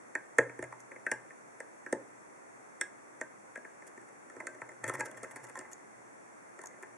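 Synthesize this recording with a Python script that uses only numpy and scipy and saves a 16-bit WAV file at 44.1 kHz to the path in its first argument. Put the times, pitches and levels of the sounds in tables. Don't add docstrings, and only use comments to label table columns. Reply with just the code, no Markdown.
import sys
import numpy as np
from scipy import signal
from scipy.fft import rfft, irfft
from scipy.io import wavfile

SR = 44100
rng = np.random.default_rng(int(sys.argv[2]) if len(sys.argv) > 2 else 0)


def generate_wav(sig):
    pcm = np.round(np.clip(np.atleast_2d(sig).T, -1, 1) * 32767).astype(np.int16)
    wavfile.write(sys.argv[1], SR, pcm)


N = 307377
TIME = np.arange(N) / SR
RING_TIME = TIME[:SR // 3]

# (frequency [Hz], relative level [dB], t60 [s])
MOUNT = [(292, -12, 0.16), (306, -16, 0.11), (367, 0, 0.061), (410, -3.5, 0.021), (479, -4.5, 0.04),
         (533.5, -1.5, 0.055), (621, -3, 0.075)]
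# (frequency [Hz], relative level [dB], t60 [s])
BODY = [(737, -17, 0.12), (875, -10, 0.13), (939, -1.5, 0.048), (1035, 3.5, 0.027), (1200, -10, 0.022),
        (1318, 4.5, 0.042)]
# (frequency [Hz], relative level [dB], t60 [s])
PICK = [(1563, -6.5, 0.14), (1656, -4.5, 0.14), (1811, 9.5, 0.032), (1817, -7.5, 0.036),
        (2013, -7.5, 0.066), (2050, -1.5, 0.045), (2420, -28, 0.033), (2538, -4.5, 0.03)]
# (frequency [Hz], relative level [dB], t60 [s])
PINS = [(2835, -4, 0.046), (3320, 0.5, 0.012), (4520, -13.5, 0.045), (5590, 1, 0.022), (6010, -2, 0.036),
        (6540, 0, 0.025), (7090, 9, 0.018), (7520, 7.5, 0.0055), (7820, -2, 0.0064), (8070, -4, 0.0081),
        (8240, 2.5, 0.011), (8850, 2, 0.01), (9430, -11, 0.0088), (9900, 0, 0.02), (10100, -1, 0.022)]
# (modes, low edge [Hz], high edge [Hz], lag [ms], trim [dB], crack re modes [dB],
# crack decay [ms], difference between the ports [0-1])
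PARTS = [(MOUNT, 204, 654, 0.58, 0, -6.5, 2.9, 0.067), (BODY, 715, 1620, 0.71, 0, -6, 2.3, 0.14),
         (PICK, 1480, 2472, 0.0, 0, -12, 8.6, 0.17), (PINS, 2760, 10330, 0.15, 0, 1, 1.9, 0.57)]

SWAY_HZ, SWAY_WIDTH_HZ = 122.7, 17
CREEP_LEAD_S = .006


def undb(db):
    return 10 ** (np.asarray(db) / 20)


def unit(x):
    return x / np.sqrt(np.mean(x ** 2))


def band(x, lo_hz, hi_hz, order=3):
    edges_hz = [lo_hz, max(hi_hz, lo_hz * 1.05)]
    return signal.sosfilt(signal.butter(order, edges_hz, "band", fs=SR, output="sos"), x)


def add(out, s, sound):
    i = int(s * SR)
    out[:, i:i + sound.shape[1]] += sound[:, :N - i]


def hit_level(sound, db, length_s):
    energy = np.sum(sound[:, :int(length_s * SR)] ** 2) / 2
    return sound * undb(db) * np.sqrt(SR / 100 / energy)


def coloured(points):
    hz, db = np.transpose(points)
    bins_hz = np.maximum(np.fft.rfftfreq(N, 1 / SR), 1)
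    shape_db = np.interp(np.log(bins_hz), np.log(hz), db)
    return unit(irfft(rfft(rng.standard_normal(N)) * undb(shape_db), N))


def air():
    # (frequency [Hz], relative density [dB per Hz])
    mid_points = [(30, -23), (60, -29), (100, -20), (170, -9.5), (300, -3.5), (900, -6), (2100, -10.5),
                  (2700, -23), (3500, -29.5), (4600, -29.5), (6000, -20.5), (8000, -21), (10700, -24),
                  (12000, -51)]
    # (frequency [Hz], relative density [dB per Hz])
    side_points = [(30, -35), (60, -34), (100, -14.5), (170, -8), (300, -1), (900, -2.5), (2100, -9),
                   (2700, -22), (3500, -29), (4600, -28.5), (6000, -21.5), (8000, -22), (10700, -28),
                   (12000, -52)]
    mid_db, side_db = -58.5, -55
    whine_hz, whine_db = 7770, -83
    whine = unit(np.sin(2 * np.pi * whine_hz * TIME))
    mid = undb(mid_db) * coloured(mid_points) + undb(whine_db) * whine
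    return mid + np.array([[1], [-1]]) * undb(side_db) * coloured(side_points)


def mode_bank(modes):
    hz, db, t60_s = np.transpose(modes)[:, :, None]
    fade = np.exp(-np.log(1000) * RING_TIME / t60_s)
    return undb(db) * fade * np.cos(2 * np.pi * hz * RING_TIME)


def response(part, bank, favour_db=0, scatter_db=5.0):
    modes, lo_hz, hi_hz, _, _, crack_db, crack_ms, apart = part
    ports = np.array([[1], [-1]]) * apart
    weights = undb(favour_db + scatter_db * rng.standard_normal(len(bank)))
    weights = weights * (1 + ports * rng.standard_normal(len(bank)))
    common, opposed = rng.standard_normal((2, len(RING_TIME)))
    crack = (common + ports * opposed) * np.exp(-RING_TIME * 1e3 / crack_ms)
    top_db = max(db for _, db, _ in modes)
    strong_hz = [hz for hz, db, _ in modes if db > top_db - 7.5]
    crack = band(crack + 1e-18, min(strong_hz), max(strong_hz), order=1)
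    ring = unit(weights @ bank)
    return band(ring + undb(crack_db) * unit(crack), lo_hz, hi_hz, order=6)


def grit(size, spread_db=3.0):
    strength_db = spread_db * rng.exponential(size=size).clip(0, 4)
    return unit(rng.standard_normal(size) * undb(strength_db))


def effort():
    # (start [s], end [s], handling level [dB], sliding level [dB])
    moves = [(4.364, 4.63, -56.5, -67), (4.854, 4.926, -62, -50.5), (4.974, 5.054, -56, -61),
             (5.17, 5.65, -65.5, -61.5), (6.598, 6.847, -65, -67)]
    attack_s, release_s, resting_db = 0.03, 0.11, -81
    power = undb(resting_db) ** 2
    for start_s, end_s, *levels_db in moves:
        before_s = np.maximum(start_s - TIME, 0)
        after_s = np.maximum(TIME - end_s, 0)
        swell = np.exp(-before_s / attack_s - after_s / release_s)
        power = power + (undb(levels_db)[:, None] * swell) ** 2
    return 10 * np.log10(power)


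def rubbing(banks, body_db=-3, pins_db=-9, soft_hz=320, soft_db=5):
    hand_db, slide_db = effort()
    out = 0
    for part, bank, db in zip(PARTS, banks, [hand_db, slide_db + body_db, slide_db, slide_db + pins_db]):
        slips = grit(N) * (rng.random(N) < 280 / SR)
        mode_hz = np.array(part[0])[:, 0]
        favour_db = soft_db * np.exp(-(3 * np.log(mode_hz / soft_hz)) ** 2)
        sound = signal.fftconvolve(response(part, bank, favour_db), slips[None])[:, :N]
        out = out + unit(sound) * undb(db)
    sway = band(rng.standard_normal(N), SWAY_HZ - SWAY_WIDTH_HZ / 2, SWAY_HZ + SWAY_WIDTH_HZ / 2, order=2)
    sway_db = np.maximum(-66.5 + 1.73 * (slide_db + 60), -80.5)
    return out + unit(sway) * undb(sway_db)


def depth(s):
    # (time [s], depth [0-1])
    depth_points = [(0, 0.96), (3.55, 0.88), (4.3, 0), (5.0, 0.57), (5.6, .05)]
    return np.interp(s, *np.transpose(depth_points))


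def part_levels(s, db, weight_db, edge_db):
    base_db, weight_share, mouth_db = -10, 0.37, 7.5
    body_db = base_db + weight_share * weight_db + mouth_db * (1 - depth(s))
    return db + np.array([weight_db, body_db, 0, edge_db])


def even(force):
    spectrum = rfft(force, 4096)
    power = np.abs(spectrum) ** 2
    return irfft(spectrum / np.sqrt(power + power.mean() / 10))[:len(force)]


def snap(chatter_ms, db, chatter=0.93, creep_db=-50, creep_s=0.0021):
    t = TIME[:SR // 50]
    age = t * 1e3 / chatter_ms
    bounces = grit(len(t)) * age * np.exp(-age)
    bounces *= chatter / np.linalg.norm(bounces)
    bounces[0] += 1
    release = even(bounces)
    before_s = TIME[:int(CREEP_LEAD_S * SR)][::-1]
    slips = grit(len(before_s)) * np.exp(-before_s / creep_s)
    creep = min(undb(creep_db - db), .5) * slips / np.linalg.norm(slips)
    return np.concatenate([creep, release / np.linalg.norm(release)])


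def blow(banks, s, levels, focus_width=0.15, focus_db=7):
    mount_db, _, pick_db, _ = levels
    force = snap(0.38 + 8.6 * undb(pick_db), max(levels))
    mouth_hz, deep_hz, pick_hz, weight_db_per_octave = 385, 482, 1810, 55
    mount_hz = np.interp(depth(s), [0, 1], [mouth_hz, deep_hz])
    mount_hz = mount_hz * 2 ** ((pick_db - mount_db) / weight_db_per_octave)
    rings = []
    for part, bank, db in zip(PARTS, banks, levels):
        modes, _, _, lag_ms, trim_db = part[:5]
        distance = np.log(np.array(modes)[:, :1] / [mount_hz, pick_hz]) / focus_width
        favour_db = focus_db * np.exp(-distance ** 2).sum(1)
        sound = signal.fftconvolve(response(part, bank, favour_db), force[None])
        sound = hit_level(sound, db + trim_db, CREEP_LEAD_S + .02)
        rings.append((s - CREEP_LEAD_S + lag_ms / 1e3, sound))
    return rings


def faint_ticks(count=5):
    start_s, end_s = 3.9, 4.8
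    mean_db, spread_db, weight_db, edge_db = -60, 2, -4, -6
    place, strength = rng.random((count, 2)).T
    times_s = start_s + (end_s - start_s) * (np.arange(count) + place) / count
    levels_db = mean_db + spread_db * (2 * strength - 1)
    return [(s, db, weight_db, edge_db) for s, db in zip(times_s, levels_db)]


def clicks(banks):
    # (time [s], pick level [dB], push on the mount re pick [dB], pin tick re pick [dB])
    snaps = [(.152, -29, -13, -17), (0.3841, -18, -2, -16), (0.496, -47, -3, -22), (.5905, -45, 7, -13),
             (.625, -42, 3, -8), (.64, -46, -2, -9), (.917, -47, -5, -20), (.961, -49, -2.5, -25),
             (1.0651, -29, -13.5, -23.5), (1.115, -28.5, -8, -7.5), (1.306, -50, -20, -20),
             (1.603, -42.5, -2.5, -8), (1.863, -41, -7, -20.5), (1.926, -34.5, 8, -5.5),
             (2.8116, -30, -16, -3), (3.212, -35, -5, -11), (3.557, -40.5, -11, -17.5),
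             (3.575, -51.5, 4, -10), (3.65, -46.5, -7.5, -23), (3.822, -53, -6, -16),
             (3.976, -52.5, -0.5, -11), (4.299, -54, -5, -7), (4.365, -56.5, 10, -8),
             (4.4025, -40.5, -7, -18.5), (4.469, -38, -15, -6), (4.617, -44, -9, -22),
             (4.691, -49, -9, -10.5), (4.841, -36.5, -8.5, -6), (4.8955, -39, -1, -3.5),
             (5.006, -32.5, -8, -9), (5.232, -48.5, 3.5, 0.5), (5.555, -53.5, -9, -1),
             (5.59, -52.5, 3, 7.5), (6.59, -52, 1.5, -7), (6.616, -58.5, -1, 4.5), (6.637, -57.5, -3, 3),
             (6.832, -46, -6.5, -16.5)]
    # (time [s], body level [dB])
    knocks = [(.725, -44.5), (4.617, -45), (4.8954, -36.5), (4.95, -43), (5.008, -37.5), (5.361, -52),
              (5.554, -44), (6.637, -49.5)]
    knock_parts_db = np.array([-13.5, 0, -5.5, -18])
    contacts = [(row[0], part_levels(*row)) for row in list(snaps) + faint_ticks()]
    contacts += [(s, db + knock_parts_db) for s, db in knocks]
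    out = np.zeros((2, N))
    for s, levels in contacts:
        for start_s, sound in blow(banks, s, levels):
            add(out, start_s, sound)
    return out


def room(x, first_s=0.0016, apart=0.21):
    # (low edge [Hz], high edge [Hz], level before band-pass [dB], t60 [s])
    reverb_bands = [(89.5, 336, -11.5, 0.45), (232, 1100, -11, 0.31), (650, 1290, -11, 0.37),
                    (1450, 3500, -15.5, 0.38), (2650, 10600, -13.5, 0.21)]
    t, tail = TIME[:SR * 3 // 4], 0
    for lo_hz, hi_hz, db, t60_s in reverb_bands:
        common, opposed = rng.standard_normal((2, len(t)))
        onset = np.clip(t / first_s - 1, 0, 1)
        fade = np.exp(-np.log(1000) * t / t60_s) * onset
        echoes = (common + np.array([[apart], [-apart]]) * opposed) * fade
        tail = tail + undb(db) * band(echoes / np.linalg.norm(echoes[0]), lo_hz, hi_hz)
    return signal.fftconvolve(x, tail, axes=1)[:, :N]


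def thumps(t60_s=0.41, dull_hz=95, dull_t60_s=0.057, dull_db=2):
    # (time [s], level [dB])
    pushes = [(.385, -44), (.591, -52.5), (.626, -51), (1.118, -58), (1.93, -57.5), (4.368, -64),
              (4.618, -62)]
    out = np.zeros((2, N))
    sway = band(mode_bank([(SWAY_HZ, 0, t60_s), (dull_hz, dull_db, dull_t60_s)]).sum(0), 76, 167)
    for s, db in pushes:
        add(out, s, hit_level(np.array([sway, sway]), db, .02))
    return out


def scrapes(banks, weight_db=-2.5, slip_rate_hz=650, fine=0.1, sizzle_db=-10):
    # (time [s], length [s], pick level [dB], pin level re pick [dB])
    drags = [(0.792, .024, -65.5, 3.5), (3.865, 0.02, -57.5, 3), (4.834, 0.012, -42.5, -15),
             (4.86, 0.015, -44.5, -14), (4.875, 0.0168, -38.5, -4), (4.935, 0.022, -40, -6),
             (4.991, .013, -38.5, -8), (5.046, 0.023, -46, -1.5), (5.105, 0.012, -56.5, 0),
             (5.166, 0.021, -49, -5), (5.229, 0.025, -44, -11.5), (5.304, .021, -53.5, -0.5),
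             (5.356, 0.016, -46, -4), (5.43, .024, -52, 0), (5.483, 0.024, -52, -5),
             (5.564, 0.015, -45.5, -9), (5.604, 0.013, -51, -13), (5.711, 0.022, -59, 4),
             (6.822, .008, -54.5, -2)]
    out = np.zeros((2, N))
    for s, length_s, level_db, edge_db in drags:
        levels = part_levels(s, level_db, weight_db, edge_db)
        size = int(length_s * SR)
        contact = signal.windows.tukey(size, .6)
        slips = (rng.random(size) < slip_rate_hz / SR) * rng.standard_normal(size)
        force = even((slips + fine * grit(size) / 2) * contact)
        for part, bank, db in zip(PARTS, banks, levels):
            sound = signal.fftconvolve(response(part, bank), force[None])
            add(out, s, hit_level(sound, db, length_s + .012))
        sizzle = unit(force) + .5 * grit((2, size)) * contact
        sizzle = band(sizzle, 8700, 11300, order=2)
        add(out, s, hit_level(sizzle, levels[-1] + sizzle_db, length_s))
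    return out


def tinks(t60_s=0.02, pair=0.936, crack_db=-5, crack_s=.002):
    # (time [s], level [dB], upper ring frequency [Hz])
    touches = [(.804, -58.5, 6630), (5.732, -47, 6820), (6.6584, -48.5, 6950), (6.671, -48, 6660)]
    out = np.zeros((2, N))
    for s, db, hz in touches:
        ring = mode_bank([(hz, 0, t60_s), (hz * pair, -3, t60_s)]).sum(0)
        crack = rng.standard_normal((2, len(RING_TIME))) * np.exp(-RING_TIME / crack_s)
        crack = band(crack + 1e-18, 5300, 9400)
        add(out, s, hit_level(unit(ring) + undb(crack_db) * unit(crack), db, .02))
    return out


def scene():
    banks = [mode_bank(part[0]) for part in PARTS]
    lock = clicks(banks) + scrapes(banks) + thumps() + tinks() + rubbing(banks)
    return lock + room(lock) + air()


def record(dry):
    # (centre [Hz], width [Hz])
    notches = [(3020, 410), (4020, 550), (5020, 590)]
    round_peak, low_cut_hz, top_hz = .7, 36, 14600
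    sound = round_peak * np.tanh(dry / round_peak)
    sound = signal.sosfilt(signal.butter(2, low_cut_hz, "high", fs=SR, output="sos"), sound)
    for hz, width_hz in notches:
        sound = signal.lfilter(*signal.iirnotch(hz, hz / width_hz, fs=SR), sound)
    return signal.sosfilt(signal.ellip(8, .2, 70, top_hz, fs=SR, output="sos"), sound)


dry = scene()
out = record(dry)
generate_wav(out)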